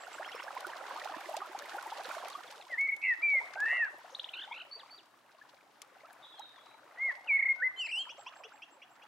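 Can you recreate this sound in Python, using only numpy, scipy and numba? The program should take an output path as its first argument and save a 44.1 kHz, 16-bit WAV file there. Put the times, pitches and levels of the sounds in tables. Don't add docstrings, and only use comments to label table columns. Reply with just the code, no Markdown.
import sys
import numpy as np
from scipy import signal
from scipy.fft import rfft, irfft, next_fast_len
from scipy.io import wavfile
from scipy.ndimage import uniform_filter1d
from numba import njit

SR = 44100
rng = np.random.default_rng(int(sys.argv[2]) if len(sys.argv) > 2 else 0)


def store_pcm(level_fs):
    pcm = np.round(np.clip(level_fs, -1, 1) * 32767).astype(np.int16)
    wavfile.write(sys.argv[1], SR, np.atleast_2d(pcm).T)


N = 399987
T = np.arange(N) / SR


def undb(db):
    return 10 ** (np.asarray(db) / 20)


def unit(x):
    return x / np.sqrt(np.mean(x ** 2))


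def walk(rate):
    k = int(SR / rate)
    steps = np.repeat(rng.standard_normal(N // k + 1), k)
    return 1.185 * uniform_filter1d(uniform_filter1d(steps, k), k)[:N]


def turn(hz):
    return 2 * np.pi * np.cumsum(hz) / SR


def edge(n, soft_s=0.0013):
    i = np.arange(n)
    return np.clip(np.minimum(i, n - i) / (soft_s * SR), 0, 1)


def swell(t, db, attack, release):
    edge_db = 24
    start = np.clip(1 - (t - t[0]) / attack, 0, 1) ** 1.3
    end = np.clip(1 - (t[-1] - t) / release, 0, 1) ** 1.3
    return db - edge_db * (start + end)


def arch(start, top, end, from_hz, top_hz, to_hz, bend, db, attack, release):
    part = slice(int(start * SR), int(end * SR))
    t = T[part]
    before = np.clip((top - t) / (top - start), 0, 1)
    after = np.clip((t - top) / (end - top), 0, 1)
    hz = top_hz + (from_hz - top_hz) * before ** bend + (to_hz - top_hz) * after ** bend
    return part, hz, swell(t, db, attack, release)


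def bands(colour, shared_db, flicker_db, wide):
    size = next_fast_len(N)
    hz = np.maximum(np.fft.rfftfreq(size, 1 / SR), 1.)
    colour_hz, colour_db = np.array(colour).T
    gain = undb(np.interp(np.log(hz), np.log(colour_hz), colour_db))
    side = np.interp(np.log(hz), np.log([1000., 10000.]), wide)
    noise = rfft(rng.standard_normal((2, size)))
    pair = gain * (noise[0] + side * noise[1] * np.array([[1], [-1]]))
    out, shared = 0, walk(18)
    for octave in range(4, 15):
        window = np.clip(1 - np.abs(np.log2(hz) - octave), 0, 1)
        level_db = shared_db * shared + flicker_db * walk(8 + octave)
        out = out + irfft(pair * window, size)[:, :N] * undb(level_db)
    return unit(out)


@njit
def grains(count, start, hz, cycles, glide, left, right):
    out = np.zeros((2, count))
    for g in range(len(start)):
        phase, span = 0., cycles[g] * SR / hz[g]
        for i in range(min(int(2.5 * span), count - start[g])):
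            u = i / span
            phase += 2 * np.pi * min(hz[g] * (1 + glide[g] * u), .45 * SR) / SR
            y = 2 * np.sin(phase) * (1 - np.exp(-6 * u)) * np.exp(-2 * u * (1 + u))
            out[0, start[g] + i] += left[g] * y
            out[1, start[g] + i] += right[g] * y
    return out


def ring(s, hz, cycles, glide, db, pan_db):
    start = (s * SR).astype(np.int64)
    return grains(N, start, 1. * hz, cycles, glide, undb(db + pan_db / 2), undb(db - pan_db / 2))


def bubbles(count, low_hz, high_hz, cycles, glide, spread_db):
    u = rng.random((count, 7)).T
    hz = low_hz * (high_hz / low_hz) ** ((u[1] + u[5]) / 2)
    db = spread_db * np.minimum(-np.log(u[3] + 1e-9), 4)
    pan_db = 7.9 * (2 * u[4] - 1)
    return unit(ring(u[0] * T[-1], hz, cycles * (.4 + u[2]), glide * (1.3 * u[6] - .3), db, pan_db))


def spatter(s, db, low_hz, high_hz, fade_s):
    pan_db = 6.0 * (2 * rng.random(len(s)) - 1)
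    kicks = np.zeros((2, N))
    kicks[:, (s * SR).astype(int)] = undb(db + np.array([pan_db, -pan_db]) / 2)
    puffs = signal.lfilter([1], [1, -np.exp(-1 / (fade_s * SR))], kicks)
    mid, side = rng.standard_normal((2, N))
    hiss = puffs * (mid + .55 * side * np.array([[1], [-1]]))
    return signal.sosfilt(signal.butter(2, [low_hz, high_hz], "band", fs=SR, output="sos"), hiss)


def spray(count, low_hz, high_hz, fade_s, spread_db):
    u = rng.random((count, 2)).T
    db = spread_db * np.minimum(-np.log(u[1] + 1e-9), 3)
    return unit(spatter(u[0] * T[-1], db, low_hz, high_hz, fade_s))


def plops():
    # start_s, level_db, pitch_hz (each ring starts at 0.92 of this pitch)
    loud_bubbles = [(0.197, -34, 592), (0.566, -30, 993), (0.646, -32, 1520), (0.973, -37, 1220),
                    (1.094, -34, 719), (1.289, -31, 603), (1.34, -29, 829), (1.368, -31, 600),
                    (1.417, -31, 1220), (1.548, -31, 781), (1.746, -31, 764), (1.782, -34, 1490),
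                    (1.86, -32, 853), (1.92, -31, 826), (2.253, -35, 646), (2.351, -31, 1200),
                    (3.411, -37, 915), (3.556, -38, 800), (4.475, -42, 800), (4.512, -34, 918),
                    (5.414, -45, 1810), (7.307, -44, 929), (6.034, -48, 557), (6.047, -46, 1350),
                    (6.394, -38, 797), (8.069, -43, 966), (8.265, -38, 996)]
    s, db, hz = np.transpose(loud_bubbles)
    pan_db = 6.0 * (2 * rng.random(len(s)) - 1)
    return ring(s - .001, .92 * hz, .02 * hz + 4, (560 / hz) ** 2, db - 1.5, pan_db)


def ticks():
    # start_s, level_db below 7 kHz, treble_level_db above 7 kHz
    splashes = [(0.6059, -36, -52), (0.6679, -41, -45), (1.0459, -40, -53), (1.3669, -28, -48),
                (1.5892, -33, -51), (1.8261, -43, -52), (2.0352, -42, -57), (2.1495, -40, -61),
                (2.2837, -39, -49), (2.3012, -42, -57), (2.5126, -43, -55), (2.8115, -40, -62),
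                (2.9644, -45, -56), (3.6031, -36, -52), (5.8181, -34, -47), (6.1305, -60, -54),
                (6.3948, -45, -60)]
    s, db, treble_db = np.transpose(splashes)
    body = spatter(s, db - 1.5, low_hz=2200, high_hz=7000, fade_s=.003)
    return body + spatter(s, treble_db + 6, low_hz=7000, high_hz=13500, fade_s=.002)


def brook():
    # time_s, gurgle_level_db, spray_minus_gurgle_db
    water = [(0, -44.5, -22), (1.0, -48, -19), (1.4, -43.5, -20.5), (2.3, -48.5, -17), (2.7, -57, -14.5),
             (3.7, -52.5, -22), (4.0, -56, -18), (4.55, -54.5, -21), (5.2, -66, -17), (6.351, -58, -21.5),
             (9.07, -61.5, -24.5)]
    # time_s, left_minus_right_db
    bank_pan = [(2.2, -2.5), (2.8, 1.5), (7.5, 2), (8.2, -1)]
    # pitch_hz, density_db (per Hz)
    rush_colour = [(170, -44), (310, -14.5), (530, -7.5), (800, -4), (3400, -14), (12400, -30),
                   (16000, -44.5)]
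    s, gurgle_db, spray_db = np.transpose(water)
    gurgle_db, spray_db = np.interp(T, s, gurgle_db), np.interp(T, s, spray_db)
    pan_db = np.interp(T, *np.transpose(bank_pan))
    rush = bands(rush_colour, shared_db=.8, flicker_db=1.8, wide=[.5, .65])
    treble = signal.sosfilt(signal.butter(1, 3000, "high", fs=SR, output="sos"), rush)
    bright = undb(spray_db + 19)
    surge = undb(3.0 * walk(5))
    flow = undb(-6) * (rush + (bright - 1) * treble) * np.sqrt(surge)
    flow += undb(-2.5) * surge * bubbles(
        count=2200, low_hz=450, high_hz=1800, cycles=15., glide=.8, spread_db=3.8)
    flow += undb(-19.5) * bubbles(
        count=120, low_hz=280, high_hz=450, cycles=9., glide=.6, spread_db=3.0)
    flow += undb(-8) * surge * bubbles(
        count=1800, low_hz=900, high_hz=3000, cycles=12., glide=.25, spread_db=4.2)
    flow += undb(-13.5) * bright * surge * spray(
        count=520, low_hz=2040, high_hz=5200, fade_s=.004, spread_db=4.0)
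    flow += undb(-25) * bright * spray(
        count=400, low_hz=5000, high_hz=15500, fade_s=.002, spread_db=4.0)
    return flow * undb(gurgle_db + np.array([pan_db, -pan_db]) / 2) + plops() + ticks()


def air():
    # pitch_hz, density_db (per Hz)
    air_colour = [(25, -32), (85, -27.5), (128, -9), (170, -17.5), (300, -4), (365, -11.5), (860, -7.5),
                  (1800, -11.5), (4000, -24.5), (16000, -32)]
    return undb(-68) * bands(air_colour, shared_db=-0.7, flicker_db=-0.5, wide=[.55, .7])


def glides(rows, hoarse, waver_db):
    out = np.zeros(N + SR)
    jitter = 1 + hoarse * np.resize(walk(400), N + SR)
    for s, from_hz, to_hz, glide, length, db in rows:
        t = np.arange(int(length * SR)) / SR
        hz = (to_hz + (from_hz - to_hz) * np.exp(-t / glide)) * jitter[int(s * SR):][:len(t)]
        hump = np.sin(np.pi * (t / length) ** .6) ** .8
        out[int(s * SR):][:len(t)] += undb(db) * hump * np.sin(turn(hz))
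    return out[:N] * undb(waver_db * walk(110))


def chirps():
    # first_start_s, repeats, period_s, from_hz, to_hz, glide_s (time constant),
    # length_s, level_db, level_step_db (per repeat)
    groups = [(0, 2, .122, 7650, 7620, .034, .06, -58, 0), (.242, 3, .074, 2550, 3600, .015, .026, -47, 0),
              (.275, 3, .075, 5200, 5450, .01, .03, -59, 0),
              (1.9, 6, .1414, 4500, 2700, .018, .03, -57.5, .3),
              (4.102, 3, .0177, 5100, 7500, .01, .012, -61, -2),
              (4.712, 2, .192, 4450, 4640, .03, .078, -47, -6),
              (4.79, 2, .187, 4500, 800, .042, .032, -54, -4)]
    repeats = [(s + k * period, from_hz, to_hz, glide, length, db + k * step)
               for s, count, period, from_hz, to_hz, glide, length, db, step in groups
               for k in range(round(count))]
    return glides(repeats, hoarse=.016, waver_db=3.5)


def catches():
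    # middle_s, drop_db
    chokes = [(2.879, 9), (2.912, 13.5), (3.404, 9), (3.652, 6), (3.797, 5), (7.383, 14), (7.417, 19),
              (7.448, 15), (7.479, 11)]
    half_length_s, sag_hz_per_db = .011, 17
    s, db = np.transpose(chokes)[:, :, None]
    dip = np.clip(1.6 * (1 - np.abs(T - s) / half_length_s), 0, 1)
    drop_db = (db * dip).sum(axis=0)
    return sag_hz_per_db * drop_db, drop_db


def whistles(sag_hz, sag_db):
    # start_s, turn_s, end_s, start_hz, turn_hz, end_hz, bend (no unit), level_db,
    # attack_s, release_s
    main_notes = [(2.695, 2.7, 2.765, 2160, 2130, 1700, 1.05, -33.5, .045, .025),
                  (2.772, 2.87, 2.95, 1695, 2215, 2080, 9.0, -30, .013, .012),
                  (3.015, 3.04, 3.15, 2230, 2280, 1720, 1.05, -27, .028, .028),
                  (3.218, 3.236, 3.405, 2150, 2370, 2010, 1.6, -27.5, .018, .016),
                  (3.552, 3.768, 3.885, 1474, 2060, 1455, 1.2, -29, .08, .05),
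                  (6.972, 7.05, 7.122, 1850, 2175, 1640, 2.2, -30.5, .06, .022),
                  (7.272, 7.36, 7.535, 2980, 2185, 2120, 4.0, -27, .03, .012),
                  (7.578, 7.6, 7.628, 1510, 1490, 1600, 3.0, -37, .04, .004),
                  (7.618, 7.67, 7.692, 1490, 2050, 1920, 4.0, -28, .006, .016)]
    # flutter_hz (average rate), flutter_end_s, note (columns as in the main voice)
    upper_notes = [(74, 3.09, (3.016, 3.05, 3.15, 2530, 2800, 2540, .5, -41.5, .014, .07)),
                   (125, 3.795, (3.62, 3.765, 3.88, 2570, 2800, 2200, 1.5, -44.5, .075, .09))]
    octave_db = -49
    out, flutter = np.zeros(N), np.zeros(N)
    for rate_hz, until_s, note in upper_notes:
        part, hz, db = arch(*note)
        pull = np.clip((db + 52) / 7, 0, 1) * np.clip((until_s - T[part]) / .015, 0, 1)
        cycle = turn(rate_hz * (1 + 0.25 * walk(60)[part]))
        flutter[part] = pull * (.5 + .5 * np.cos(cycle)) ** 1.53
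        voice = np.sin(turn(hz - 200 * flutter[part]))
        out[part] += undb(db - 10 * flutter[part] + 3) * voice * edge(len(hz))
    for note in main_notes:
        part, hz, db = arch(*note)
        shift_hz = sag_hz[part] + 220 * (flutter[part] - 0.292 * flutter[part].mean())
        phase = turn(hz * (1 + .006 * walk(700)[part]) - shift_hz)
        breath = undb(db - sag_db[part] - 7.7 * flutter[part] + 1.2 * walk(60)[part])
        voice = np.sin(phase) + undb(octave_db) * np.sin(2 * phase)
        out[part] += breath * voice * edge(len(hz))
    return out


def chips():
    # start_s, from_hz, aim_hz (the flick runs a quarter of the way beyond), level_db
    flicks = [(4.148, 3350, 4200, -40), (4.195, 2900, 4000, -39), (4.242, 2700, 3800, -37.5),
              (4.289, 2750, 3300, -38.5)]
    chip_s = .0095
    rows = [(s, from_hz, 2 * aim_hz - from_hz, chip_s, chip_s, db) for s, from_hz, aim_hz, db in flicks]
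    return glides(rows, hoarse=.016, waver_db=3.5)


def warbles():
    # crest_s (a vibrato crest), note (start_s, turn_s, end_s, start_hz, turn_hz,
    # end_hz, bend (no unit), level_db, attack_s, release_s); pitches are of the low fundamental
    shaken_notes = [(4.341, (4.33, 4.44, 4.46, 1230, 1680, 1300, 1.3, -45.5, .008, .015)),
                    (4.527, (4.5, 4.585, 4.635, 990, 1400, 1380, 1.1, -47.5, .02, .015))]
    partials = [-8, -1, -7]
    vibrato_hz = 52.5
    out = np.zeros(N)
    for crest_s, note in shaken_notes:
        part, hz, db = arch(*note)
        depth = np.clip((hz - 900) / 5200, 0, .085)
        shake = depth * np.cos(2 * np.pi * vibrato_hz * (T[part] - crest_s))
        phase = turn(hz * (1 + shake + .033 * walk(600)[part]))
        stack = 0
        for k, partial_db in enumerate(partials):
            stack = stack + undb(partial_db + 4.0 * walk(150)[part]) * np.sin((k + 1) * phase)
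        out[part] += undb(db + 15 * shake) * stack * edge(len(hz))
    return signal.sosfilt(signal.butter(7, [1400, 3850], "band", fs=SR, output="sos"), out)


def far_bird():
    # start_s, from_hz, to_hz, glide_s (time constant), length_s, level_db
    strands = [(6.218, 3800, 3780, .02, .13, -59), (6.225, 3650, 3250, .04, .07, -59),
               (6.315, 3550, 3100, .05, .095, -58), (6.375, 4150, 3650, .05, .16, -59),
               (6.553, 3850, 3400, .01, .06, -59), (6.61, 3800, 3880, .035, .18, -66)]
    return glides(strands, hoarse=.02, waver_db=4.0)


def squeeze():
    # time_s, low_voice_hz, high_voice_hz
    path = [(7.762, 3104, 7100), (7.8, 3060, 7570), (7.848, 2560, 7450), (7.862, 2720, 7600),
            (7.878, 1700, 7600), (7.892, 2450, 7650), (7.908, 2100, 7860), (7.918, 3005, 8080),
            (7.932, 2620, 8470), (8.0, 3150, 7620), (8.045, 3270, 7100)]
    choke_hz, choke_db_per_khz, choke_rasp = 2700, 15, .12
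    out = np.zeros(N)
    s, low_hz, high_hz = np.transpose(path)
    part = slice(int(s[0] * SR), int(s[-1] * SR))
    low_hz, high_hz = np.interp(T[part], s, low_hz), np.interp(T[part], s, high_hz)
    choke_khz = np.maximum(choke_hz - low_hz, 0) / 1000
    db = swell(T[part], db=-36, attack=.035, release=.03) - choke_db_per_khz * choke_khz
    low = turn(low_hz * (1 + choke_rasp * choke_khz * walk(500)[part]))
    high = turn(high_hz * (1 + .012 * walk(250)[part]))

    def rasp(level_db):
        return undb(level_db) * undb(4.0 * walk(90)[part])

    difference_db = -21 - 9 * np.clip((choke_hz + 100 - low_hz) / 200, 0, 1)
    octave_db = -27 + 12 * np.clip((choke_hz - low_hz) / 300, 0, 1)
    tones = np.sin(low) * undb(1.9 * walk(70)[part])
    tones += rasp(-24) * np.sin(high)
    tones += rasp(difference_db) * np.sin(high - low)
    tones += rasp(-35) * np.sin(high + low)
    tones += rasp(octave_db) * np.sin(2 * low)
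    out[part] = undb(db) * tones
    return out


def chucks(rounds, first_db):
    # from_hz, to_hz, glide_s (time constant), length_s, level_db
    voices = [(2204, 2950, 0.0095, 0.031, 1), (2750, 3397, 0.0091, 0.035, -4.5)]
    # low_voice_multiple, high_voice_multiple, level_db
    chuck_tones = [(2, 0, -14), (1, 1, -15)]
    low, high = voices
    pairs = [(s, from_hz, to_hz, glide, length, db + voice_db)
             for s, db in rounds for from_hz, to_hz, glide, length, voice_db in voices]
    overtones = [(s, i * low[0] + j * high[0], i * low[1] + j * high[1], low[2], low[3],
                  db + tone_db + .5 * (db - first_db))
                 for s, db in rounds for i, j, tone_db in chuck_tones]
    return glides(pairs, hoarse=.027, waver_db=2.0) + glides(overtones, hoarse=.035, waver_db=3.0)


def tsees(rounds):
    rise_s, hold_s, lag_s = .024, .058, .072
    low_hz, top_hz = 2750, 7630
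    out = np.zeros(N + SR)
    t = np.arange(int((rise_s + hold_s) * SR)) / SR
    rise = np.minimum(t / rise_s, 1)
    hz = low_hz + (top_hz - low_hz) * np.sin(np.pi / 2 * rise) ** 2
    for s, db in rounds:
        level = undb(db - 22 - 5 * np.sin(np.pi * rise))
        hump = np.sin(np.pi * t / t[-1]) ** .25
        voice = np.sin(turn(hz * (1 + .008 * walk(400)[:len(t)])))
        out[int((s + lag_s) * SR):][:len(t)] += level * hump * voice
    return out[:N] * undb(4.0 * walk(90))


def refrain():
    starts = [8.091, 8.262, 8.435, 8.619, 8.817, 9.018]
    first_db, fade_db = -44, 2.6
    rounds = [(s, first_db - k * fade_db) for k, s in enumerate(starts)]
    return chucks(rounds, first_db) + tsees(rounds)


def wood(song):
    fall_60db_s, level_db = .44, -10.5
    t = np.arange(SR) / SR
    mid, side = rng.standard_normal((2, SR))
    tail = (mid + 1.4 * side * np.array([[1], [-1]])) * undb(-60 * t / fall_60db_s) * (t > .008)
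    tail = tail / np.sqrt(np.mean(tail ** 2) * SR)
    return undb(level_db) * signal.fftconvolve(song[None], tail, axes=1)[:, :N]


def scene():
    song = chirps() + whistles(*catches()) + chips() + warbles() + squeeze() + refrain()
    song = np.sqrt(2) * song
    far = far_bird()
    return song + far + brook() + wood(song + undb(11) * far) + air()


def record(dry):
    return signal.sosfilt(signal.ellip(10, .2, 60, 15800, fs=SR, output="sos"), dry)


dry = scene()
out = record(dry)
store_pcm(out)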